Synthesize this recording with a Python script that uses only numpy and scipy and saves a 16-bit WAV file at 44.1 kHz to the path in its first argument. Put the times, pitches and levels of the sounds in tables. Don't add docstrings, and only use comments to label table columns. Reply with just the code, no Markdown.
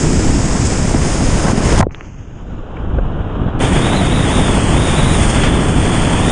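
import sys
import numpy as np
from scipy import signal
from scipy.fft import rfft, irfft, next_fast_len
from scipy.io import wavfile

SR = 44100
rng = np.random.default_rng(int(sys.argv[2]) if len(sys.argv) > 2 else 0)


def wav_out(sig):
    wavfile.write(sys.argv[1], SR, np.round(np.clip(np.atleast_2d(sig).T, -1, 1) * 32767).astype(np.int16))


N = 278271
TIME = np.arange(N) / SR

# frequency_hz, gain_db
OPEN_COLOUR = [(20, 4), (45, 2), (140, -3.5), (250, -10), (490, -14), (1180, -22), (1950, -25), (3200, -30),
               (4200, -34.5), (5100, -23), (5850, -26.5), (6600, -22.5), (9300, -33.5), (10600, -42.5)]
PLUGGED_COLOUR = [(20, 15.5), (130, 6), (260, -5), (450, -17), (1200, -21.5), (2100, -26), (2850, -25),
                  (3400, -29), (4200, -33), (5100, -31), (5900, -32), (7000, -30), (8300, -45),
                  (10000, -76)]
DRAINING_COLOUR = [(20, 4.5), (90, -1.5), (170, -6.5), (260, -12), (420, -14), (850, -19), (1500, -24),
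                   (2050, -39), (3000, -32.5), (3600, -39), (4500, -51), (5800, -52), (6800, -48),
                   (7600, -54), (9500, -72)]
FILMED_COLOUR = [(20, 0), (50, 0), (150, -1.5), (250, -7.5), (480, -13), (900, -16.5), (2000, -23),
                 (2800, -27), (4000, -28.5), (5100, -26), (5900, -29), (6600, -24), (9600, -31.5),
                 (10600, -45)]
# frequency_hz, gain_db
SIDE_COLOUR = [(60, -55), (220, -52.5), (780, -45.5), (2830, -37), (5400, -33), (10200, -30.5)]
# surge_db, roar_db, spray_db
OPEN_DB = (-12.5, -22, -27.5)
FLOODED_DB = (-29.5, -42.5, -63.5)
DRAINED_DB = (-16, -28.5, -60)
# time_s, level_db
FILMED_SPRAY = [(3.63, -32.5), (3.99, -33), (4.56, -30.5), (4.76, -31.5), (5.29, -27.5), (5.45, -33.5),
                (5.7, -29.5), (6.09, -31.5), (6.3, -30.5)]
# time_s, frequency_hz
FILM_PITCH = [(3.62, 3540), (3.79, 3460), (3.85, 3700), (3.92, 3700), (3.975, 4150), (4.03, 3600),
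              (4.09, 3620), (4.15, 3900), (4.24, 3730), (4.285, 3300), (4.34, 3780), (4.44, 3650),
              (4.53, 3480), (4.57, 3370), (4.7, 3300), (4.83, 3770), (4.94, 3580), (4.985, 3840),
              (5.02, 3660), (5.07, 3910), (5.14, 3820), (5.19, 3500), (5.7, 3410), (6.18, 3410),
              (6.29, 3740)]
# time_s, frequency_hz
SEAL_EDGE = [(1.812, 1700), (1.84, 800), (1.89, 700), (1.912, 2600), (1.95, 2850), (2.06, 2950),
             (2.2, 3500), (2.4, 4000), (3.6, 4320)]
# centre_s, surge_gain_db, hull_drumming_db, length_s (to 1/e)
SWELLS = [(.17, 1, -17.5, 0.35), (1.547, -0.5, -24, 0.06), (2.958, 6, -44, 0.043), (3.398, 1, -28, 0.08),
          (3.85, -1, -23, 0.41), (4.395, 2, -30, 0.043), (5.042, 1.5, -32, 0.047), (5.667, 0.5, -26, 0.25)]
# centre_s, treble_loss_db (negative brightens), length_s (to 1/e)
SHEETS = [(0.955, 2.5, 0.027), (1.377, -2, 0.015), (1.543, 6, 0.021), (1.608, 5, 0.017), (5.683, 3.5, 0.16)]
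# centre_s, gain_db (before the band filter), centre_hz, length_s (to 1/e)
SHOWERS = [(0.01, 0, 6900, 0.021), (0.662, 4.5, 7500, 0.016), (1.133, -2, 6000, .03), (1.462, 5, 900, 0.05),
           (1.7875, 4, 4970, .0012), (1.792, 9.5, 6500, 0.0022), (1.805, 3, 3500, .004),
           (2.058, 5, 6150, 0.027), (3.77, 2.5, 2200, 0.01), (5.007, 0, 1990, 0.076),
           (5.245, -2, 2480, .03), (5.305, 4, 4200, 0.011), (5.367, -0.5, 3300, 0.028),
           (5.438, 6.5, 2600, 0.0078), (5.461, 5, 3200, .028)]
# start_s, peak_db, starting_pitch_hz
BOOMS = [(1.80, -5.5, 104), (1.823, -9, 126), (1.868, -20, 75), (2.925, -9.5, 70), (2.962, -7.5, 62),
         (3.0, -11.5, 49.7)]
# start_s, throb_peak_db, starting_pitch_hz
KNOCKS = [(.552, -7, 200), (0.846, -6, 234), (0.945, -4.5, 312), (1.448, -5, 196.6), (1.517, -13, 253),
          (1.531, -7, 278), (1.576, -5, 242), (1.603, -5, 280), (1.731, -7, 202), (1.794, -5.5, 212),
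          (4.362, -9.5, 239)]
# start_s, level_db, centre_hz, t60_s
SLAPS = [(1.788, -17, 900, 0.02), (1.801, -14, 810, 0.04), (1.8285, -18, 1290, 0.027),
         (1.836, -30, 700, 0.084), (2.07, -23, 131, 0.092), (2.767, -31, 1850, 0.04),
         (2.795, -30, 800, 0.045), (2.984, -14.5, 432, 0.06), (2.9845, -19.5, 1080, 0.046),
         (3.396, -21, 850, 0.039)]
# start_s, snap_peak_db, ring_hz (also the top of the snap's band)
DROPS = [(1.811, -14, 7040), (1.827, -11, 2150), (1.8283, -19.5, 8700), (1.8665, -29, 900),
         (1.8945, -37, 2600), (1.9087, -24.5, 2680), (1.9465, -15, 3600), (2.0088, -14.5, 2760),
         (2.769, -22, 2400), (2.986, -24, 3100)]
# start_s, peak_db, starting_pitch_hz
GULPS = [(1.805, -2.5, 1064), (1.8103, -4, 1900), (1.8252, -8, 1100), (1.8283, -5, 1260), (1.832, -9, 1190),
         (1.834, -11, 880), (1.865, -18, 222), (1.8672, -6.5, 520), (1.868, -16, 740)]

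PLUG_S, FILM_S = 1.812, 3.603
SURGE_TOP_HZ, ROAR_TOP_HZ = 300, 4300
LATER_SIDE_DB = -19

HULL_DB = -29.5
KNOCK_SWELL_CYCLES, KNOCK_SAG_CYCLES = 1, 10
GULP_SWELL_CYCLES, GULP_SAG_CYCLES = 0.75, 3.7
SLAP_OCTAVES, SHOWER_OCTAVES = 1.11, 2.1
SNAP_S, SNAP_DB, SNAP_T60_S = 3.594, -15, 0.003

GURGLES_PER_S, GURGLE_LOW_HZ, GURGLE_HIGH_HZ = 110, 216.4, 1107
DROPLETS_PER_S, DROPLET_SPREAD_DB = 3500, 3.5
PATTER_DB, PATTER_CLUMP_DB, PATTER_CLUMP_HZ, PATTER_LOW_HZ = -11, 5, 20.5, 1300
SHEET_HZ = 1400

APPROACH_DB, APPROACH_S = 4.5, 0.34
DRY_PORT_HZ, WET_PORT_HZ = 7830, 9130
WETTING_S, WETTING_FADE_S = 0.93, 0.44

PLUNGE_DB, PLUNGE_DB_PER_S = 27, 380
BACKWASH_DB, BACKWASH_END_S, BACKWASH_FADE_S = 5.5, 2.09, 0.098
RECOVERY_S, RECOVERY_FADE_S = 2.69, 1.5
SLOSH_DB, SLOSH_HZ = 0.5, 15.5
FLOODED_PORT_HZ, FLOODED_RISE_HZ_PER_S = 6140, 780
SEAL_WAVER, SEAL_WAVER_HZ = 0.04, 9
SEEP_DB = -23

FILMED_SURGE_DB, FILMED_ROAR_DB = -12.5, -19
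QUIVER_SPREAD_HZ, QUIVER_RATE_HZ = 30, 24
UPPER_HZ, UPPER_FOLLOWS = 9050, 0.62
CUTOFF_HZ = 10550


def from_db(db):
    return 10 ** (np.asarray(db) / 20)


def rms_one(x):
    return x / np.sqrt(np.mean(x ** 2) + 1e-20)


def in_time(rows, times=TIME):
    s, *columns = np.transpose(rows)
    return [np.interp(times, s, column) for column in columns]


def tinted(x, colour):
    size = next_fast_len(N, True)
    hz, gain_db = np.transpose(colour)
    bins = np.maximum(np.arange(size // 2 + 1) * SR / size, 1)
    gain = from_db(np.interp(np.log(bins), np.log(hz), gain_db))
    return irfft(rfft(x, size) * gain, size)[..., :N]


def passed(x, hz, kind, order=4):
    return signal.sosfilt(signal.butter(order, hz, kind, fs=SR, output="sos"), x)


def swept(x, track_hz, response):
    hz, times, frames = signal.stft(x, SR, nperseg=1024, noverlap=768)
    centre_hz = np.interp(times, TIME, track_hz)
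    filtered = frames * response(hz[:, None], centre_hz)
    return signal.istft(filtered, SR, nperseg=1024, noverlap=768)[1][..., :N]


def drift(rate_hz):
    pole = np.exp(-80 * np.pi * rate_hz / SR)
    noise = rng.standard_normal(N // 40 + 2002)
    slow = signal.lfilter([1], [1, -2 * pole, pole * pole], noise)[2000:]
    return np.interp(np.arange(N) / 40, np.arange(len(slow)), rms_one(slow))


def after(s, fade):
    return 0.5 + 0.5 * np.sin(np.pi * np.clip((TIME - s) / fade, -0.5, 0.5))


def swell(s, length):
    return np.exp(-((TIME - s) / length) ** 2)


def splash(s, t60):
    return after(s, fade=0.003) * from_db(-60 * np.clip((TIME - s) / t60, 0, 3))


def ring(clicks, hz, t60):
    pole, w = from_db(-60 / (t60 * SR)), 2 * np.pi * hz / SR
    return signal.lfilter([0, np.sin(w)], [1, -2 * pole * np.cos(w), pole * pole], clicks + 1e-18)


def throb(s, hz, swell_cycles, sag_cycles):
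    cycles = sag_cycles * np.log1p(np.maximum(TIME - s, 0) * hz / sag_cycles)
    grown = np.minimum(cycles / swell_cycles, 20)
    return (grown * np.exp(1 - grown)) ** 2 * np.sin(2 * np.pi * cycles)


def hull(in_air, low_hz, high_hz):
    power = from_db(HULL_DB) ** 2 * in_air
    for s, _, drum_db, length in SWELLS:
        power = power + (from_db(drum_db) * swell(s, length)) ** 2
    drumming = rms_one(passed(rng.standard_normal(N), [low_hz, high_hz], "band", order=3))
    return np.sqrt(power) * drumming


def booms():
    return sum(from_db(peak_db) * throb(s, hz, KNOCK_SWELL_CYCLES, KNOCK_SAG_CYCLES)
               for s, peak_db, hz in BOOMS)


def knocks(wet_db, wet_t60, low_hz, high_hz):
    noise = passed(rng.standard_normal(N), [low_hz, high_hz], "band", order=2)
    smack = from_db(wet_db) * rms_one(noise)
    out = np.zeros(N)
    for s, peak_db, hz in KNOCKS:
        hollow = throb(s, hz, KNOCK_SWELL_CYCLES, KNOCK_SAG_CYCLES)
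        out += from_db(peak_db) * (hollow + smack * splash(s, wet_t60))
    return out


def slaps():
    out, half, noise = np.zeros(N), 2 ** (SLAP_OCTAVES / 2), rng.standard_normal(N)
    for s, level_db, hz, t60 in SLAPS:
        churn = rms_one(passed(noise, [hz / half, hz * half], "band", order=6))
        out += from_db(level_db) * churn * splash(s, t60)
    return out


def drops(t60, ring_db, snap_hz, spatter_db, spatter_t60, leak_db, leak_t60):
    out, spatter = np.zeros(N), from_db(spatter_db) * rng.standard_normal(N)
    for s, peak_db, hz in DROPS:
        click = np.full(N, 1e-18)
        click[round(s * SR)] = 1
        impact = passed(click, snap_hz, "high", order=1) + from_db(ring_db) * ring(click, hz, t60)
        impact = passed(impact + spatter * splash(s, spatter_t60), hz, "low", order=12)
        tick = from_db(leak_db) * ring(click, FLOODED_PORT_HZ, leak_t60)
        out += from_db(peak_db) * (impact / abs(impact).max() + tick)
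    return out


def snap():
    age = np.clip((TIME - SNAP_S) / SNAP_T60_S, 0, 3)
    return (age > 0) * from_db(SNAP_DB - 60 * age)


def gulps():
    return sum(from_db(peak_db) * throb(s, hz, GULP_SWELL_CYCLES, GULP_SAG_CYCLES)
               for s, peak_db, hz in GULPS)


def bubbles(per_s, cycles, size_db, clump_db, count=30):
    pitches = np.geomspace(450, 10000, count)
    clumps, out = from_db(clump_db * drift(14)), 0
    for hz, share in zip(pitches, pitches / pitches.sum()):
        born = np.flatnonzero(rng.random(N) < per_s * share * clumps / SR)
        sizes = from_db(size_db * np.minimum(rng.exponential(1, len(born)), 4))
        clicks = np.zeros(N)
        clicks[born] = sizes * rng.choice([-1, 1], len(born))
        out = out + np.sqrt(share) * rms_one(ring(clicks, hz, cycles / hz))
    return rms_one(out)


def gurgles(cycles, rise, spread_db):
    out = np.zeros(N + SR)
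    for when, pitch, size in rng.random((int(GURGLES_PER_S * N / SR), 3)):
        hz = GURGLE_LOW_HZ * (GURGLE_HIGH_HZ / GURGLE_LOW_HZ) ** pitch
        life = np.linspace(0, 1, int(cycles / hz * SR))
        phase = 2 * np.pi * cycles * life * (1 + rise * life / 2)
        bubble = np.sin(phase) * from_db(-60 * life)
        start = int(when * N)
        out[start:start + len(life)] += hz * from_db(spread_db * size) * bubble
    return rms_one(out[:N])


def whitewater(bubble_db, wash_db, gurgle_db, flutter_db):
    near = from_db(bubble_db) * bubbles(per_s=9000, cycles=10.5, size_db=2.5, clump_db=2.5)
    far = from_db(wash_db) * rng.standard_normal(N)
    low = from_db(gurgle_db) * gurgles(cycles=17, rise=0.17, spread_db=15.5)
    return rms_one(near + far + low) * from_db(flutter_db * drift(48))


def droplets():
    sizes = from_db(DROPLET_SPREAD_DB * np.minimum(rng.exponential(1, N), 3))
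    signed = sizes * rng.choice([-1, 1], N)
    return rms_one(signed * (rng.random(N) < DROPLETS_PER_S / SR))


def showers(hiss_db):
    clump_db = PATTER_CLUMP_DB * np.minimum(drift(PATTER_CLUMP_HZ), 2)
    out = from_db(PATTER_DB + clump_db) * passed(droplets(), PATTER_LOW_HZ, "high", order=2)
    half = 2 ** (SHOWER_OCTAVES / 2)
    spray = rms_one(droplets() + from_db(hiss_db) * rng.standard_normal(N))
    for s, gain_db, hz, length in SHOWERS:
        band = [hz / half, min(hz * half, SR / 2 - 1000)]
        out += from_db(gain_db) * swell(s, length) * passed(spray, band, "band", order=2)
    return out


def wet_port(x, pitch_hz, width_hz, peak_db):
    def response(hz, centre_hz):
        return from_db(peak_db / (1 + ((hz - centre_hz) / width_hz) ** 2))
    return swept(x, pitch_hz, response)


def water_film(x, pitch_hz, sharpness, notch_ratio, notch_sharpness):
    def response(hz, film_hz):
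        ratio = hz / film_hz
        peak = 1 - ratio ** 2 + 1j * ratio / sharpness
        notch = 1 - (ratio / notch_ratio) ** 2 + 1j * ratio / notch_ratio / notch_sharpness
        return abs(notch / peak)
    return swept(x, pitch_hz, response)


def sheets(x):
    bass = passed(x, SHEET_HZ, "low", order=1)
    loss_db = sum(depth_db * swell(s, length) for s, depth_db, length in SHEETS)
    return bass + (x - bass) * from_db(-loss_db)


def river(water, levels, heave_db, surge_db, roar_db, spray_db):
    surge_level, roar_level, spray_level = levels
    lift_db = sum(gain_db * swell(s, length) for s, gain_db, _, length in SWELLS)
    bass = passed(water, SURGE_TOP_HZ, "low", order=5)
    surge = rms_one(bass * from_db(heave_db * drift(9.1)))
    above = passed(water, SURGE_TOP_HZ, "high", order=5)
    roar = rms_one(passed(above, ROAR_TOP_HZ, "low", order=9))
    spray = rms_one(passed(above, ROAR_TOP_HZ, "high", order=9))
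    out = surge * from_db(surge_level + lift_db + surge_db)
    out = out + roar * from_db(roar_level + roar_db)
    return out + spray * from_db(spray_level + spray_db)


def open_levels(surge_share):
    surge_db, roar_db, spray_db = OPEN_DB
    near_db = APPROACH_DB * np.exp(np.minimum(TIME - PLUG_S, 0) / APPROACH_S)
    return surge_db + surge_share * near_db, roar_db + near_db, spray_db


def muffled_levels(surge_share, spray_share):
    churn_db = np.maximum(PLUNGE_DB - PLUNGE_DB_PER_S * np.maximum(TIME - PLUG_S, 0), 0)
    wash_db = BACKWASH_DB * (1 - after(BACKWASH_END_S, BACKWASH_FADE_S))
    back = after(RECOVERY_S, RECOVERY_FADE_S)
    surge_db, roar_db, spray_db = (low + (high - low) * back for low, high in zip(FLOODED_DB, DRAINED_DB))
    roar_db = roar_db + np.maximum(churn_db, wash_db)
    return surge_db + surge_share * churn_db, roar_db, spray_db + spray_share * churn_db


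def muffled(water, leak_hz, leak_db, unseal_s, drain_s, drain_fade):
    levels = muffled_levels(surge_share=0.27, spray_share=0.62)
    water = water * from_db(SLOSH_DB * drift(SLOSH_HZ))
    port_hz = FLOODED_PORT_HZ + FLOODED_RISE_HZ_PER_S * np.clip(TIME - PLUG_S, 0, 1)
    plugged = wet_port(tinted(water, PLUGGED_COLOUR), port_hz, width_hz=400, peak_db=12)
    plugged = river(plugged, levels, heave_db=1.5, surge_db=1.5, roar_db=-3.5, spray_db=8.0)
    draining = tinted(water, DRAINING_COLOUR)
    draining = river(draining, levels, heave_db=1.6, surge_db=0.0, roar_db=1.0, spray_db=-4.0)
    drained = after(drain_s, drain_fade)
    mixed = plugged * (1 - drained) + draining * drained
    seal_hz = in_time(SEAL_EDGE)[0] * (1 + SEAL_WAVER * drift(SEAL_WAVER_HZ))
    dull = swept(mixed, seal_hz, lambda hz, edge_hz: 1 / np.sqrt(1 + (hz / edge_hz) ** 16))
    seep = from_db(SEEP_DB) * passed(mixed, ROAR_TOP_HZ, "low")
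    leak_gain = from_db(leak_db * (1 - after(unseal_s, fade=0.016)))
    return dull + seep + passed(mixed, leak_hz, "high", order=10) * leak_gain


def scene():
    river_mid = whitewater(bubble_db=-3.5, wash_db=1.5, gurgle_db=-17, flutter_db=0.5) + showers(hiss_db=-3)
    side = tinted(rng.standard_normal(N), SIDE_COLOUR) * [[1], [-1]]
    wide, narrow = river_mid + side, river_mid + from_db(LATER_SIDE_DB) * side

    port_hz = DRY_PORT_HZ + (WET_PORT_HZ - DRY_PORT_HZ) * after(WETTING_S, WETTING_FADE_S)
    clear = wet_port(tinted(wide, OPEN_COLOUR), port_hz, width_hz=660, peak_db=6.0)
    clear_levels = open_levels(surge_share=0.77)
    clear = river(clear, clear_levels, heave_db=1.45, surge_db=0.5, roar_db=-0.5, spray_db=0.5)

    flooded = muffled(narrow, leak_hz=4750, leak_db=-26, unseal_s=1.91, drain_s=2.35, drain_fade=0.96)

    film_hz = in_time(FILM_PITCH)[0] + QUIVER_SPREAD_HZ * drift(QUIVER_RATE_HZ)
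    upper_hz = UPPER_HZ * (film_hz / film_hz[TIME > FILM_S].mean()) ** UPPER_FOLLOWS
    filmed = wet_port(tinted(narrow, FILMED_COLOUR), upper_hz, width_hz=550, peak_db=11)
    filmed = water_film(filmed, film_hz, sharpness=12.4, notch_ratio=1.105, notch_sharpness=14.4)
    film_levels = (FILMED_SURGE_DB, FILMED_ROAR_DB, in_time(FILMED_SPRAY)[0])
    filmed = river(filmed, film_levels, heave_db=0.5, surge_db=0.0, roar_db=0.58, spray_db=1.5)

    plug, burst = after(PLUG_S, fade=0.0059), after(FILM_S, fade=0.021)
    heard = sheets(clear * (1 - plug) + flooded * (plug - burst) + filmed * burst)
    boat = hull(1 - plug + burst, low_hz=154, high_hz=353)
    boat = boat + knocks(wet_db=-14.5, wet_t60=0.058, low_hz=400, high_hz=1000)
    ticks = drops(t60=0.008, ring_db=-44, snap_hz=250, spatter_db=-31, spatter_t60=0.032,
                  leak_db=-29, leak_t60=0.005)
    return heard + boat + booms() + gulps() + slaps() + ticks + snap()


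def record(dry):
    heard = passed(dry, 12, "high", order=2)
    rounded = heard / (1 + (heard / 0.97) ** 8) ** (1 / 8)
    return signal.sosfilt(signal.ellip(10, 0.2, 80, CUTOFF_HZ, fs=SR, output="sos"), rounded)


dry = scene()
out = record(dry)
wav_out(out)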